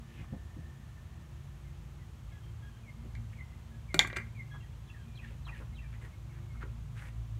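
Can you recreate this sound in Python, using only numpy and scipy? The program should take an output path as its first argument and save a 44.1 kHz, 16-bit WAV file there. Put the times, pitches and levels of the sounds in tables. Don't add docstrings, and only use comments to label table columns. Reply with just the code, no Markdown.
import sys
import numpy as np
from scipy import signal
from scipy.fft import rfft, irfft
from scipy.io import wavfile
from scipy.ndimage import uniform_filter1d

SR = 44100
rng = np.random.default_rng(int(sys.argv[2]) if len(sys.argv) > 2 else 0)


def put_to_file(sound):
    columns = np.atleast_2d(sound).T
    safe = np.clip(columns, -1, 1)
    whole_steps = np.round(safe * 32767)
    wavfile.write(sys.argv[1], SR, whole_steps.astype(np.int16))


N = 326295


def gain_of(db):
    return 10 ** (np.asarray(db) / 20)


def evened(x):
    return x / np.sqrt(np.mean(x ** 2) + 1e-20)


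def coloured(x, points):
    f, db = np.transpose(points)
    hz = np.fft.rfftfreq(len(x), 1 / SR)
    curve_db = np.interp(np.log(hz + 1), np.log(f + 1), db)
    return irfft(rfft(x) * gain_of(curve_db), len(x))


def add(mix, s, sound):
    part = mix[round(s * SR):][:len(sound)]
    part += sound[:len(part)]


def resonate(x, hz, width_hz):
    turn = np.exp(2j * np.pi * hz * np.arange(len(x)) / SR)
    r = np.exp(-np.pi * width_hz / SR)
    smooth = signal.lfilter([(1 - r) ** 2], [1, -2 * r, r * r], x / turn)
    return 2 * (turn * smooth).real


def drift(n, width_hz):
    r = np.exp(-np.pi * width_hz / SR)
    return evened(signal.lfilter([1], [1, -2 * r, r * r], rng.standard_normal(n)))


def ring(modes, tilt_db, rise_s):
    t = np.arange(SR // 4) / SR
    partners = [(hz, db - 12.5, t60) for hz, db, t60 in modes]
    hz, db, t60 = np.transpose(modes + partners)[:, :, None]
    share, phase, split = rng.standard_normal((3, len(hz), 1))
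    level_db = db + tilt_db * np.log2(hz / 2000) + 2 * share - 60 * t / t60
    sines = np.sin(2 * np.pi * (hz * (1 + 0.005 * split) * t + phase))
    return (gain_of(level_db) * sines).sum(0) * (1 - np.exp(-t / rise_s))


def echoes(t60, gap_s):
    at = np.arange(round(gap_s * SR), SR // 2, 20)
    taps = np.zeros(SR // 2 + 20)
    signs = rng.choice([-1., 1.], len(at))
    taps[at + rng.integers(0, 20, len(at))] = signs * gain_of(-60 * at / SR / t60)
    return taps / np.linalg.norm(taps)


# frequency in Hz, density in dB per Hz
AIR_COLOUR = [(25, -49), (45, -10), (70, -3), (125, -4.5), (190, -17), (260, -25.5), (500, -30),
              (1200, -30.5), (1500, -34.5), (3200, -37.5), (5000, -45), (6500, -42.5), (10500, -50.5),
              (12000, -49.5), (16000, -55.5)]
AIR_DB = -50


def air():
    return gain_of(AIR_DB) * evened(coloured(rng.standard_normal(N), AIR_COLOUR))


# time in seconds, then second-, fourth- and eighth-order levels in dB.
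DRONE_SWELLS = [(0, -52.5, -61, -57), (0.45, -56, -69, -67), (1, -57, -66, -69.5), (1.6, -53.5, -65, -76),
                (2.1, -53, -56, -66.5), (2.5, -51.5, -51, -68), (2.8, -52.5, -50, -62),
                (2.98, -51, -60, -58.5), (3.2, -50, -44.5, -57), (3.48, -52.5, -65, -61.5),
                (3.9, -48, -48.5, -62.5), (4.3, -54.5, -48, -59), (4.6, -47, -51.5, -65.5),
                (5.03, -52.5, -58, -67.5), (5.5, -45.5, -52.5, -62.5), (5.95, -46.5, -48.5, -62.5),
                (6.1, -55.5, -53.5, -71), (6.6, -46, -46.5, -65), (7, -48, -49, -62),
                (7.4, -48, -43, -71.5)]
# frequency in Hz, level in dB, width in Hz.
WEAK_LINES = [(75.93, -56.5, 5.2), (91.6, -61, 21), (137.9, -56, 2.54), (163.8, -64, 2.55),
              (311.5, -78, 3.6), (344.4, -74, 4.8)]
ENGINE_HZ = 27.98
THROB_DB, THROB_HZ = 3.1, 17.4
FADING_DB, FADING_HZ = 1.5, 2.7
BEAT_HZ, BEAT_START_S, BEAT_SHARE = 5.9, 2.7, 0.74


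def engine():
    t = np.arange(N) / SR
    s, *levels_db = np.transpose(DRONE_SWELLS)
    turns = ENGINE_HZ * t + 0.018 * drift(N, 2.13)
    tones = [np.exp(2j * np.pi * order * turns) for order in (2, 4, 8)]
    beat = np.exp(2j * np.pi * BEAT_HZ * (t - BEAT_START_S))
    tones[2] = tones[2] * (1 + BEAT_SHARE * beat)
    out = np.zeros(N)
    for tone, db in zip(tones, levels_db):
        throb_db = THROB_DB * drift(N, THROB_HZ)
        fading_db = FADING_DB * drift(N, FADING_HZ)
        out += gain_of(np.interp(t, s, db) + throb_db + fading_db) * evened(tone.real)
    for hz, db, width_hz in WEAK_LINES:
        out += gain_of(db) * evened(resonate(rng.standard_normal(N), hz, width_hz))
    return out


WHINE_HZ, WHINE_WIDTH_HZ, WHINE_DB, WHINE_PULSE_DB = 1785, 114, -70, 1.6
WHINE_RISE_S, WHINE_HOLD_S, WHINE_FADE_DB_PER_S = 0.084, 0.82, 13


def whine():
    t = np.arange(N) / SR
    fade_db = WHINE_FADE_DB_PER_S * np.maximum(t - WHINE_HOLD_S, 0)
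    level_db = WHINE_DB - fade_db + WHINE_PULSE_DB * drift(N, 25)
    band = evened(resonate(rng.standard_normal(N), WHINE_HZ, WHINE_WIDTH_HZ))
    return np.minimum(t / WHINE_RISE_S, 1) * gain_of(level_db) * band


# start in seconds, length in seconds, level in dB, centre in Hz, hiss level in dB.
SCUFF_MOVES = [(0.055, 0.2, -66, 2480, -82), (0.159, 0.11, -61, 2050, -88), (.2, 0.077, -66, 1120, -87),
               (3.313, 0.032, -62, 2040, -77), (4.53, 0.043, -57, 1090, -80),
               (5.195, 0.17, -64, 2360, -79.5), (5.459, 0.063, -54, 1210, -74.5),
               (5.523, 0.092, -61, 2340, -74.5), (5.595, 0.045, -58.5, 1280, -76),
               (5.916, 0.053, -61, 1960, -84), (6.005, 0.074, -57.5, 1810, -73),
               (6.306, 0.12, -67, 1720, -88), (6.537, 0.029, -61.5, 1190, -83),
               (6.601, 0.049, -50, 1430, -83), (6.609, 0.036, -64, 2980, -80),
               (6.948, 0.067, -55.5, 1610, -73.5), (6.962, 0.056, -62, 2600, -72),
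               (7, 0.058, -55.5, 1600, -68.5), (7.038, 0.065, -57.5, 1910, -71)]
SCUFF_WIDTH = 0.67


def scuffs():
    out = np.zeros(N)
    for s, length, db, hz, hiss_db in SCUFF_MOVES:
        n = round(length * SR)
        clumps_db = 3.4 * evened(uniform_filter1d(rng.standard_normal(n), 150))
        grains = rng.standard_normal(n) * gain_of(clumps_db)
        rub = evened(resonate(grains, hz, SCUFF_WIDTH * hz))
        hiss = evened(resonate(rng.standard_normal(n), 7400, 7000))
        sound = gain_of(db) * rub + gain_of(hiss_db) * hiss
        add(out, s, sound * signal.windows.tukey(n, 0.6))
    return out


# start in seconds, push level in dB, rumble level in dB, pitch in Hz.
FOOTFALLS = [(0.141, -60, -46, 140), (.19, -47, -38, 150), (.222, -44, -58, 160),
             (.3225, -29.5, -32.5, 171), (.335, -42.5, -55, 625), (.565, -42, -42, 239),
             (0.584, -37, -46, 146), (0.794, -48, -50, 190), (3.039, -45, -43.5, 237),
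             (5.3, -63, -51.5, 443), (5.599, -51, -46, 358), (6.031, -54.5, -54, 397),
             (6.635, -40.5, -48, 364), (7.049, -69, -54, 446)]
RUMBLE_T60 = 0.11


def steps():
    out, t = np.zeros(N), np.arange(SR // 4) / SR
    for s, push_db, rumble_db, hz in FOOTFALLS:
        bump = np.exp(-((t * hz - 1) / 0.94) ** 2)
        push = -np.cos(2 * np.pi * (hz * t - 1)) * bump * np.minimum(2 * t * hz, 1)
        rumble = evened(resonate(rng.standard_normal(len(t)), hz, 1.3 * hz))
        rumble = rumble * gain_of(-60 * t / RUMBLE_T60) * np.minimum(t / 0.02, 1)
        add(out, s, gain_of(push_db) * push + gain_of(rumble_db) * rumble)
    return out


def birds():
    return (whistles() + pipes() + slurs()) * gain_of(2.7 * drift(N, 200))


# start in seconds, length in seconds, start pitch in Hz, end pitch in Hz,
# mid-note level in dB.
WHISTLE_NOTES = [(1.64, .07, 2150, 2060, -74), (1.975, 0.067, 2210, 1960, -71),
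                 (2.304, 0.067, 2210, 2010, -71), (2.828, 0.085, 2570, 2080, -64),
                 (3.343, 0.084, 2660, 2020, -61), (3.876, 0.065, 2390, 2100, -59.5),
                 (4.34, 0.086, 2630, 2055, -57.5), (4.604, 0.012, 2910, 2640, -61),
                 (4.622, 0.029, 2040, 1870, -64.5), (5.037, 0.18, 2450, 2360, -74),
                 (5.72, 0.028, 2260, 2115, -68), (5.823, 0.052, 2420, 2330, -68),
                 (6.12, 0.036, 2100, 2186, -69.5), (6.285, 0.041, 2300, 2160, -69),
                 (6.4, 0.15, 2240, 2170, -72), (6.55, 0.094, 2200, 2135, -70),
                 (6.675, 0.036, 2530, 2480, -72)]
SWELL_DB_PER_HZ = 0.0418


def whistles():
    out = np.zeros(N)
    for s, length, start_hz, end_hz, db in WHISTLE_NOTES:
        u = np.linspace(0, 1, round(length * SR))
        waver = 1 + 0.012 * drift(len(u), 80)
        hz = end_hz + (start_hz - end_hz) * (1 - u) ** 1.9
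        phase = 2 * np.pi * np.cumsum(waver * hz) / SR
        swell_db = SWELL_DB_PER_HZ * (start_hz - end_hz) * (u - 0.5)
        level = np.sqrt(2) * gain_of(db + swell_db) * signal.windows.tukey(len(u), 0.4)
        add(out, s, level * np.sin(phase))
    return out


# start in seconds, pitch in Hz, level in dB, octave level in dB.
PIPE_NOTES = [(2.31, 1664, -69, -75.5), (2.421, 1586, -79, -71.5), (2.615, 1640, -68.5, -74),
              (2.726, 1573, -72, -75.5), (3.702, 1676, -71.5, -87), (4.5, 1664, -63, -69),
              (4.585, 1590, -78.5, -71), (4.85, 1680, -72, -71), (4.971, 1590, -70, -76.5)]
PIPE_S = 0.085


def pipes():
    out = np.zeros(N)
    for s, hz, db, octave_db in PIPE_NOTES:
        waver = 1 + 0.012 * drift(round(PIPE_S * SR), 60)
        phase = 2 * np.pi * hz * np.cumsum(waver) / SR
        note = gain_of(db) * np.sin(phase) + gain_of(octave_db) * np.sin(2 * phase)
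        add(out, s, np.sqrt(2) * note * signal.windows.tukey(len(phase), 0.4))
    return out


# start in seconds, ring level in dB, crack level in dB,
# hollow knock level in dB, brightness in dB per octave.
BLOW_HITS = [(3.151, -56, -50.5, -75, 2.5), (3.9432, -40, -27, -36, 9.5), (3.946, -55.5, -34, -36, -10),
             (3.9921, -28.5, -8, -51, 0.5), (3.9963, -34, -30.5, -54, -4.5), (4.011, -38, -45, -46, 4),
             (4.0466, -41.5, -55, -45.5, -12), (4.073, -58, -42, -52, 13), (4.1005, -47, -52, -58, -4),
             (4.1288, -49, -40, -55.5, -6.5), (4.159, -52, -53, -77.5, 3), (4.163, -43, -37, -64, 1),
             (4.168, -41, -36, -43, 8), (4.184, -44, -55, -63, -3), (4.2, -67, -64, -72, -2),
             (4.217, -70, -64, -70, 0), (4.265, -83, -67, -64.5, -5)]
# frequency in Hz, relative level in dB, t60 in seconds.
SHEET_MODES = [(800, -64, 0.048), (905, -20.5, 0.065), (1140, -4, 0.035), (1370, -29, 0.023),
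               (1607, 6, 0.025), (1610, -6.5, 0.076), (1790, -7.5, 0.049), (1950, 5.5, 0.056),
               (2103, 6, 0.054), (2178, 2.5, 0.061), (2380, -12.5, 0.065), (2346, 4, 0.067),
               (2816, -6, 0.057), (2750, -19, .06), (3040, -12, 0.039), (3420, -18, 0.012),
               (4480, -14, 0.027), (4900, -21.5, .05), (6130, -20, .04), (7200, -30, 0.0264),
               (8060, -26, .06)]
# frequency in Hz, density in dB per Hz (only the shape counts).
CRACK_COLOUR = [(300, -24.5), (600, -2.5), (1100, -13.5), (2100, 2), (2800, -7), (3600, 7), (4300, 0),
                (5000, -15), (6100, -7), (7200, -7.5), (9000, -18), (13500, -31), (16000, -44)]
# frequency in Hz, relative level in dB, t60 in seconds.
BODY_MODES = [(164, -4, 0.21), (298, -1, 0.075), (363, 6.5, 0.034), (554, 0, 0.035), (752, -1.5, 0.032),
              (1060, -10, 0.037), (1377, 6.5, 0.019)]
CRACK_S = 0.0024


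def steel():
    out, t = np.zeros(N), np.arange(2048) / SR
    for s, ring_db, crack_db, knock_db, tilt_db in BLOW_HITS:
        colour = [(hz, db + tilt_db * np.log2(hz / 2000)) for hz, db in CRACK_COLOUR]
        crack = evened(coloured(rng.standard_normal(2048), colour))
        crack = crack * np.exp(-t / CRACK_S) * np.minimum(t / 0.0005, 1)
        add(out, s, gain_of(crack_db) * crack)
        add(out, s, gain_of(ring_db) * ring(SHEET_MODES, tilt_db, rise_s=0.00054))
        add(out, s, gain_of(knock_db) * ring(BODY_MODES, 0, rise_s=0.00027))
    return out


LOOSE_S, CHATTER_T60, CONTACTS_PER_S = 3.99, 0.14, 410
CHATTER_DB, CHATTER_SHARE = -28.5, 0.39


def rattle():
    out, t = np.zeros(N), np.arange(SR // 3) / SR + LOOSE_S
    power = np.zeros(len(t))
    for s, ring_db, *_ in BLOW_HITS:
        if s >= LOOSE_S:
            chatter_db = CHATTER_DB + CHATTER_SHARE * ring_db - 60 * abs(t - s) / CHATTER_T60
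            power += (t >= s) * gain_of(chatter_db) ** 2
    contacts = rng.standard_normal(len(t)) * (rng.random(len(t)) < CONTACTS_PER_S / SR)
    sheet = np.zeros(len(t))
    for hz, mode_db, t60 in SHEET_MODES:
        mode_gain = gain_of(mode_db - 2.5 * np.log2(hz / 2000))
        sheet += mode_gain * evened(resonate(contacts, hz, 5.8 / t60))
    add(out, LOOSE_S, np.sqrt(power) * evened(sheet))
    return out


# start in seconds, level in dB, lean to the high notes in dB per octave.
SLUR_CALLS = [(4.86, -59, -6.5), (5.15, -51.5, -2), (5.446, -49.5, -3), (5.744, -57, 1)]
# seconds after its start, length in seconds,
# start pitch in Hz, end pitch in Hz, relative level in dB.
SLUR_NOTES = [(0, 0.022, 4140, 3900, -11.5), (0.015, 0.0244, 3595, 3000, -7), (.034, .024, 2850, 2517, 0.5),
              (.06, .07, 2120, 1652, -7.5)]


def slurs():
    out = np.zeros(N)
    for s, db, lean_db in SLUR_CALLS:
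        for after, length, start_hz, end_hz, note_db in SLUR_NOTES:
            u = np.linspace(0, 1, round(length * SR))
            hz = end_hz + (start_hz - end_hz) * (1 - u) ** 1.61
            husk = 1 + 0.031 * drift(len(u), 470)
            level = gain_of(db + note_db + lean_db * np.log2(hz / 2600))
            level = np.sqrt(2) * level * signal.windows.tukey(len(u), 0.8)
            add(out, s + after, level * np.sin(2 * np.pi * np.cumsum(hz * husk) / SR))
    return out


# frequency in Hz, gain in dB.
PATIO_COLOUR = [(100, 2), (700, 4.5), (2000, 3), (4000, -5), (6000, -2.5), (7500, -0.5), (12000, 2)]


def scene():
    near, song = scuffs() + steps() + steel() + rattle(), birds()
    bounces = signal.fftconvolve(near, echoes(t60=0.18, gap_s=0.004))[:N]
    patio = gain_of(-9.5) * coloured(bounces, PATIO_COLOUR)
    close = gain_of(-4) * signal.fftconvolve(song, echoes(t60=0.1, gap_s=0.002))[:N]
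    houses = gain_of(-12) * signal.fftconvolve(song, echoes(t60=0.8, gap_s=0.03))[:N]
    return (air() + engine() + whine() + near + patio + song + close + houses)[None]


EDGE_HZ = 15800


def record(dry):
    low_pass = signal.firwin(511, EDGE_HZ, window=("kaiser", 9), fs=SR)
    return signal.oaconvolve(dry, low_pass[None], "same")


dry = scene()
out = record(dry)
put_to_file(out)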